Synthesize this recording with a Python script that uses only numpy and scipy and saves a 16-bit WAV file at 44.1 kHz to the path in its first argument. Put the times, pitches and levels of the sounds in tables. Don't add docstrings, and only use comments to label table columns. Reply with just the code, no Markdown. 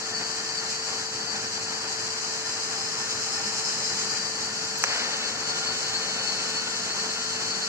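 import sys
import numpy as np
from scipy import signal
from scipy.fft import rfft, irfft
from scipy.io import wavfile
from scipy.ndimage import uniform_filter1d, map_coordinates

SR = 44100
rng = np.random.default_rng(int(sys.argv[2]) if len(sys.argv) > 2 else 0)


def digitize_waveform(pressure):
    field = np.atleast_2d(pressure).T
    bounded = np.clip(field, -1, 1)
    quanta = np.round(bounded * 32767).astype(np.int16)
    wavfile.write(sys.argv[1], SR, quanta)


N = 338688
TIME, HZ = np.arange(N) / SR, np.fft.rfftfreq(N, 1 / SR)
STRIKE_S, GEAR_TEETH = 4.8396, 39


def gain_of(db):
    return 10 ** (np.asarray(db) / 20)


def unit_rms(x):
    return x / np.sqrt(np.mean(x ** 2) + 1e-20)


def spectrum(points):
    f, value = np.transpose(points)
    return np.interp(np.log(HZ + 1), np.log(f + 1), value)


def curve(points):
    return np.interp(TIME, *np.transpose(points))


def swell(peak_s, length_s):
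    return np.cos(np.pi * np.clip((TIME - peak_s) / length_s, -.5, .5)) ** 2


def drift(rate_hz):
    return unit_rms(irfft(rfft(rng.standard_normal(N)) * (HZ > 0) / (1 + (HZ / rate_hz) ** 4), N))


def resonate(x, hz, width_hz):
    carrier = np.exp(2j * np.pi * np.cumsum(hz * np.ones(N)) / SR)
    pole = np.exp(-np.pi * width_hz / SR)
    return 2 * (carrier * signal.lfilter([1 - pole], [1, -pole], x / carrier)).real


def narrowband(x, hz, width_hz):
    return unit_rms(resonate(resonate(x, hz, width_hz), hz, width_hz))


def tone(hz, db, wander_hz, waver_db):
    cycles = np.cumsum(hz + wander_hz * drift(5.83)) / SR + rng.random()
    return np.sqrt(2) * np.sin(2 * np.pi * cycles) * gain_of(db + waver_db * drift(15.4))


# f/Hz, coherence (0-1)
COHERENCE = [(60, 1), (460, 0.92), (600, 0.5), (740, 0.9), (1000, 0.37), (1600, 0.4), (2400, 1), (3500, 1),
             (4200, 0.23)]
# f/Hz, phase/rad
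PHASE_LEAD = [(400, 0), (690, -.6), (950, -.2), (1200, -.8), (1900, -1.3), (2800, -2.3), (3600, -3)]
def air_noise(density_db):
    left, independent = rfft(rng.standard_normal((2, N)))
    coherence = spectrum(COHERENCE)
    right = coherence * left + np.sqrt(1 - coherence ** 2) * independent
    right = right * np.exp(-1j * spectrum(PHASE_LEAD))
    return irfft(np.array([left, right]) * gain_of(density_db), N) * np.sqrt(SR / 2)


# peak t/s, duration/s, f/Hz, peak level/dB
FAINT_TONES = [(2.4, 1.2, 1015, -56), (2.778, 0.3, 790, -48), (3.355, .6, 790, -52),
               (4.576, .45, 1416, -51)]
def faint_tones():
    return sum(tone(hz, db, wander_hz=7, waver_db=4) * swell(s, length)
               for s, length, hz, db in FAINT_TONES)


# f/Hz, level/dB, start t/s, end t/s, rms waver/dB
MACHINE_TONES = [(107.5, -62, 1.5, 7.68, 3), (147.6, -60, 3.5, 6.4, 1.5), (190.7, -55.5, 6, 7.68, 3),
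                 (200.3, -55.5, 3.5, 4.76, 3), (212.7, -58.5, -3, 7, 3), (240, -56, 5, 7.68, 3),
                 (443.2, -46.5, 0, 7.68, 0.47), (516.5, -55.5, 5, 6.6, 2)]
def machine_hum(fade_s=0.27):
    out = np.zeros(N)
    for hz, db, start, end, waver_db in MACHINE_TONES:
        fade = np.clip(1 + np.minimum(TIME - start, end - TIME) / fade_s, 0, 1)
        out += tone(hz, db, wander_hz=0.51 + 0.5 * waver_db, waver_db=waver_db) * fade
    return out


# f/Hz, relative spectral level/dB
FAN_AIR = [(25, -99), (48, -95), (70, -84), (105, -72.5), (210, -71.5), (400, -73), (620, -73.5),
           (780, -70), (1250, -71.5), (1450, -71), (1800, -71), (2200, -77), (3600, -77.5), (9000, -105)]
# f/Hz, bandwidth/Hz, level/dB
CASING_MODES = [(774.6, 18, -55), (1408, 41, -49.5), (2510, 20, -52.5)]
# offset in multiples of the shaft frequency, relative level/dB
MOTOR_LINES = [(-2, -11), (-1, -9), (0, 1.5), (1, -6.5)]
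def welder_fan(shaft_hz=24.6, whine_hz=1790, whine_db=-52):
    flow = air_noise(spectrum(FAN_AIR))
    casing = sum(gain_of(db) * unit_rms(resonate(air_noise(spectrum(FAN_AIR)), hz, width))
                 for hz, width, db in CASING_MODES)
    motor = [sum(tone(whine_hz + order * shaft_hz, whine_db + db, wander_hz=1.17, waver_db=4)
                 for order, db in MOTOR_LINES) for _ in range(2)]
    return (flow + casing) * gain_of(-0.78 + 1.25 * drift(14)) + np.array(motor)


def disc_grit(turn_s, likeness):
    def turns_ago(x, turns):
        return map_coordinates(x, [np.arange(N) - turns * turn_s * SR], order=3, mode="wrap")
    noise = rng.standard_normal((2, N))
    return noise + sum(likeness ** k * np.array([turns_ago(x, k) for x in noise]) for k in (1, 2, 3))


# f/Hz, relative spectral level/dB
DISC_HISS = [(40, -55), (700, -16), (2200, -7), (3200, -6.5), (3700, -4), (4100, 2), (5200, 2.5),
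             (6000, 1.2), (7300, 1.2), (7900, -4), (8200, -14), (8700, -14), (9400, -20), (10400, -27.5),
             (12500, -30), (15500, -45)]
# left delay/s, right delay/s, relative level/dB
REFLECTIONS = [(.00145, 0.0013, -52), (.0024, 0.0017, -23)]
def disc_hiss(grit, effort_db, fizz_hz=8300, brightening=0.13):
    paths = 1 + sum(gain_of(db) * np.exp(-2j * np.pi * HZ * np.array([[left], [right]]))
                    for left, right, db in REFLECTIONS)
    hiss = unit_rms(irfft(rfft(grit) * paths * gain_of(spectrum(DISC_HISS)), N))
    fizz = irfft(rfft(hiss) * (HZ > fizz_hz), N)
    hiss += fizz * (gain_of(brightening * (effort_db - effort_db.mean())) - 1)
    flutter_db = 0.84 * drift(17) + 0.66 * drift(210)
    return hiss * gain_of(effort_db + 2.5 + flutter_db)


# peak t/s, duration/s, level change/dB
WHINE_FLARES = [(0.174, 0.11, 11.5), (.245, .07, 9), (.345, .06, 5), (.405, .07, 9), (0.513, .12, 8),
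                (.587, .08, 11.5), (.66, .05, 0), (0.757, 0.11, 4), (.85, 0.073, 2), (.955, .11, 7.5),
                (1.1, .06, 0), (1.21, 0.066, 6), (1.306, 0.13, 9), (1.39, .07, 5), (1.553, .1, 5),
                (1.7, 0.1, 6.5), (2.87, .08, 6), (3.345, 0.12, 10), (3.47, .1, 4.5), (3.668, .14, 8.5),
                (3.76, .07, 5.5), (3.86, .1, 8), (4.094, 0.15, 9), (4.22, 0.19, 9.5), (4.37, .08, 5),
                (4.47, .16, 7.5), (4.58, .06, 5), (4.802, .07, 3), (4.91, .07, 9), (4.966, 0.062, -5),
                (5.135, .06, 5), (5.265, .09, 7.5), (5.33, .06, 2), (5.497, 0.099, 10.5), (5.67, .07, 11),
                (5.718, 0.088, 10), (5.846, .09, 7), (5.96, .09, 14), (6.04, .07, 5), (6.11, 0.1, 7.5),
                (6.213, 0.087, 7), (6.3, 0.19, 10.5), (6.42, 0.067, 5), (6.582, 0.11, 11.5),
                (6.737, .09, 6), (6.92, .06, 7), (7, 0.098, 8.5), (7.1, 0.054, 5), (7.263, .08, 1),
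                (7.348, 0.12, 6.5), (7.514, .14, 9), (7.632, 0.064, 13)]
# multiple of the disc frequency, relative level/dB
GEAR_ORDERS = [(36, -15), (38, -26), (39, -3), (40, -14.5), (45, -16), (65, -21)]
def gear_whine(grit, mesh_hz, steadiness, effort_db, breath_db=-8.7, lines_db=-3.2):
    level_db = effort_db - 5.5 + sum(db * swell(s, length) for s, length, db in WHINE_FLARES)
    surge_db = 0.16 * (level_db - level_db.mean())
    breath = narrowband(grit, mesh_hz, width_hz=380) * gain_of(breath_db - surge_db)
    turns = np.cumsum(mesh_hz + 2.37 * drift(40)) / SR / GEAR_TEETH
    mesh = sum(gain_of(db) * np.exp(2j * np.pi * (order * turns + rng.random()))
               for order, db in GEAR_ORDERS)
    mesh *= gain_of(-15 * np.log2(mesh_hz / mesh_hz.mean()))
    lines = np.array([(mesh * np.exp(0.7j * drift(3.6))).real * gain_of(0.9 * drift(39))
                      for _ in range(2)])
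    lines *= np.sqrt(2) * steadiness * gain_of(lines_db + surge_db / 2)
    return gain_of(level_db) * (breath + lines)


# t/s, f/Hz
MESH_PITCH = [(0, 4530), (.25, 4540), (.5, 4585), (1.4, 4595), (1.75, 4620), (1.92, 4685), (2.18, 4725),
              (2.4, 4885), (2.8, 5100), (3.1, 5210), (3.4, 5212), (3.7, 5175), (4.2, 4690), (4.38, 4550),
              (4.58, 4550), (4.72, 4462), (5.6, 4458), (6, 4415), (6.5, 4398), (7.1, 4418), (7.4, 4420),
              (7.68, 4450)]
# t/s, relative level/dB
GRINDING_EFFORT = [(0, -34.5), (.13, -36), (.2, -34.5), (1.4, -35.3), (2, -34), (2.3, -34), (2.55, -33.5),
                   (2.78, -32.5), (3.05, -33.5), (3.45, -32), (4, -31), (4.5, -34.5), (4.95, -33.5),
                   (5.42, -35), (5.65, -33.5), (7.68, -33.5)]
# f/Hz, spectral level/dB
COOLING_AIR = [(40, -105), (90, -84), (170, -94), (400, -78.5), (750, -78.5), (1300, -71.5), (2000, -82),
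               (4000, -100), (9000, -130)]
def grinder(smear_hz_per_s=1500, cooling_db_per_octave=60):
    mesh_hz, effort_db = curve(MESH_PITCH), curve(GRINDING_EFFORT)
    glide = uniform_filter1d(np.gradient(mesh_hz) * SR, size=8000)
    steadiness = 1 / (1 + (glide / smear_hz_per_s) ** 2)
    grit = disc_grit(turn_s=GEAR_TEETH / mesh_hz, likeness=0.42 * steadiness)
    hiss = disc_hiss(grit, effort_db)
    speed_octaves = np.log2(mesh_hz / mesh_hz.max())
    cooling = air_noise(spectrum(COOLING_AIR)) * gain_of(cooling_db_per_octave * speed_octaves)
    return hiss + cooling + gear_whine(grit, mesh_hz, steadiness, effort_db)


def helmet_squeak():
    scrape = narrowband(rng.standard_normal((2, N)), hz=6400, width_hz=170)
    return gain_of(-29.5) * scrape * swell(peak_s=3.996, length_s=0.034)


# start t/s, duration/s, f/Hz, bandwidth/Hz, level/dB
STARTER_SPITS = [(4.779, 0.017, 12600, 1800, -45), (4.828, 0.017, 7550, 2500, -35),
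                 (4.829, .01, 12500, 1500, -48), (4.836, .012, 15000, 2500, -48)]
def starter():
    out = np.zeros((2, N))
    for s, length, hz, width, db in STARTER_SPITS:
        fizz = narrowband(rng.standard_normal((2, N)), hz, width)
        out += gain_of(db) * fizz * np.sin(np.pi * np.clip((TIME - s) / length, 0, 1))
    return out


def hall_reverberation(build_s=0.098, t60_s=1.0):
    colour_db = spectrum([(40, -44), (200, -27), (550, 3), (1000, 2), (1600, 6), (2400, 3),
                          (3300, -1), (5000, 4), (8000, -11), (11000, -38), (15000, -30)])
    age = np.maximum(TIME - STRIKE_S, 0)
    return air_noise(colour_db - 60) * (1 - np.exp(-age / build_s)) * gain_of(-60 * age / t60_s)


# f/Hz, relative level/dB, T60/s
STEEL_MODES = [(520, -27, .01), (1570, -19, 0.0079), (4700, -2, .003), (5500, 1, 0.004), (6360, 1, 0.0063)]
def spark(t, pulse_db, pulse_s=0.00014, ring_lead_s=0.00012, ring_rise_s=0.00025, ring_left_db=-17):
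    u = t / pulse_s
    pulse = gain_of(pulse_db) * (u ** 2 - 1) * np.exp(-u ** 2 / 2)
    age = np.maximum(t + ring_lead_s, 0)
    ring = -sum((-1) ** k * gain_of(db - 60 * age / t60) * np.sin(2 * np.pi * hz * age)
                for k, (hz, db, t60) in enumerate(STEEL_MODES))
    onset = 1 - np.exp(-(age / ring_rise_s) ** 2)
    return pulse + ring * onset * gain_of([[ring_left_db], [0]])


# f/Hz, relative spectral level/dB
POP_SCATTER = [(200, -26.5), (500, 6), (900, 1), (2500, 4.5), (5000, -4), (7500, -6), (10000, -28)]
def strike(right_lead_s=0.0001, echo_s=0.0065, scatter_t60_s=0.068):
    t = TIME - STRIKE_S + np.array([[0], [right_lead_s]])
    floor_echo = gain_of(-12) * spark(t - echo_s, pulse_db=-9)
    decay = (t > 0) * gain_of(-60 * np.maximum(t, 0) / scatter_t60_s)
    scatter = air_noise(spectrum(POP_SCATTER) - 58.5) * decay
    return spark(t, pulse_db=-1) + floor_echo + scatter


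# t/s, relative level/dB
ARC_STRENGTH = [(5.1, 0), (5.27, 2), (5.42, -7), (5.5, -1), (5.68, 1.5), (6.3, 0), (6.85, -2), (7.68, -2.5)]
# f/Hz, relative spectral level/dB
ARC_RUSH = [(30, -110), (100, -91), (500, -75.5), (900, -77.5), (1500, -73), (2300, -84), (4000, -69.5),
            (6000, -108), (11000, -109.5), (15500, -108)]
# f/Hz, bandwidth/Hz, level/dB, peak t/s, time to fall 9 dB/s
CAVITY_MODES = [(785, 36, -50.5, 5.84, 0.59), (1403, 25, -42.5, 5.52, 0.19), (1370, 7.1, -45, 8.1, 1.94),
                (1474, 11, -50, 6.6, 1.5), (2230, 38, -48.5, 6, 1.4), (2614, 8, -48.5, 7, 2.5),
                (2970, 39, -47.5, 6, 2.5)]
def arc(rise_s=0.097, flicker_db=1.5):
    rush = air_noise(spectrum(ARC_RUSH))
    hollow = np.zeros((2, N))
    for hz, width, db, peak_s, fall_s in CAVITY_MODES:
        level_db = db - 9 * ((TIME - peak_s) / fall_s) ** 2
        hollow += gain_of(level_db) * unit_rms(resonate(rush, hz, width))
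    lit = np.clip((TIME - STRIKE_S) / rise_s, 0, 1)
    return (rush + hollow) * lit * gain_of(curve(ARC_STRENGTH) + flicker_db * drift(26))


def scene():
    workshop = grinder() + welder_fan() + machine_hum() + faint_tones()
    return workshop + starter() + strike() + hall_reverberation() + arc() + helmet_squeak()


# f/Hz, left minus right level/dB
BALANCE = [(100, 1), (420, 1.5), (530, 6), (700, 1), (1020, 5), (1300, 2), (1650, 4.5), (2800, 0),
           (3700, 0.5), (4200, 2), (4700, 7.5), (5500, 0.5), (7300, 2), (9000, 5), (14000, 2)]
# f/Hz, gain/dB
MID_NOTCH = [(2700, 0), (3170, -1), (3380, -16), (3540, -86), (3660, -51), (3760, -17.5), (3950, -3),
             (4150, 0)]
def record(dry, threshold_db=-17, recovery_db_per_s=260, squeeze=0.3, cutoff_hz=15720):
    left, right = rfft(dry) * gain_of(np.array([[.5], [-.5]]) * spectrum(BALANCE))
    mid = (left + right) / 2 * gain_of(spectrum(MID_NOTCH))
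    side = (left - right) / 2
    x = irfft(np.array([mid + side, mid - side]), N)
    power_db = 10 * np.log10(abs(uniform_filter1d((x ** 2).mean(0), size=40)) + 1e-12)
    release_db = TIME * recovery_db_per_s
    held_db = np.maximum.accumulate(power_db + release_db) - release_db
    excess_db = np.maximum(held_db - threshold_db, 0)
    x = x / gain_of(squeeze * uniform_filter1d(excess_db, size=40))
    lowpass = signal.firwin(511, cutoff_hz, window=("kaiser", 9), fs=SR)
    return signal.oaconvolve(x, lowpass[None], "same")


dry = scene()
out = record(dry)
digitize_waveform(out)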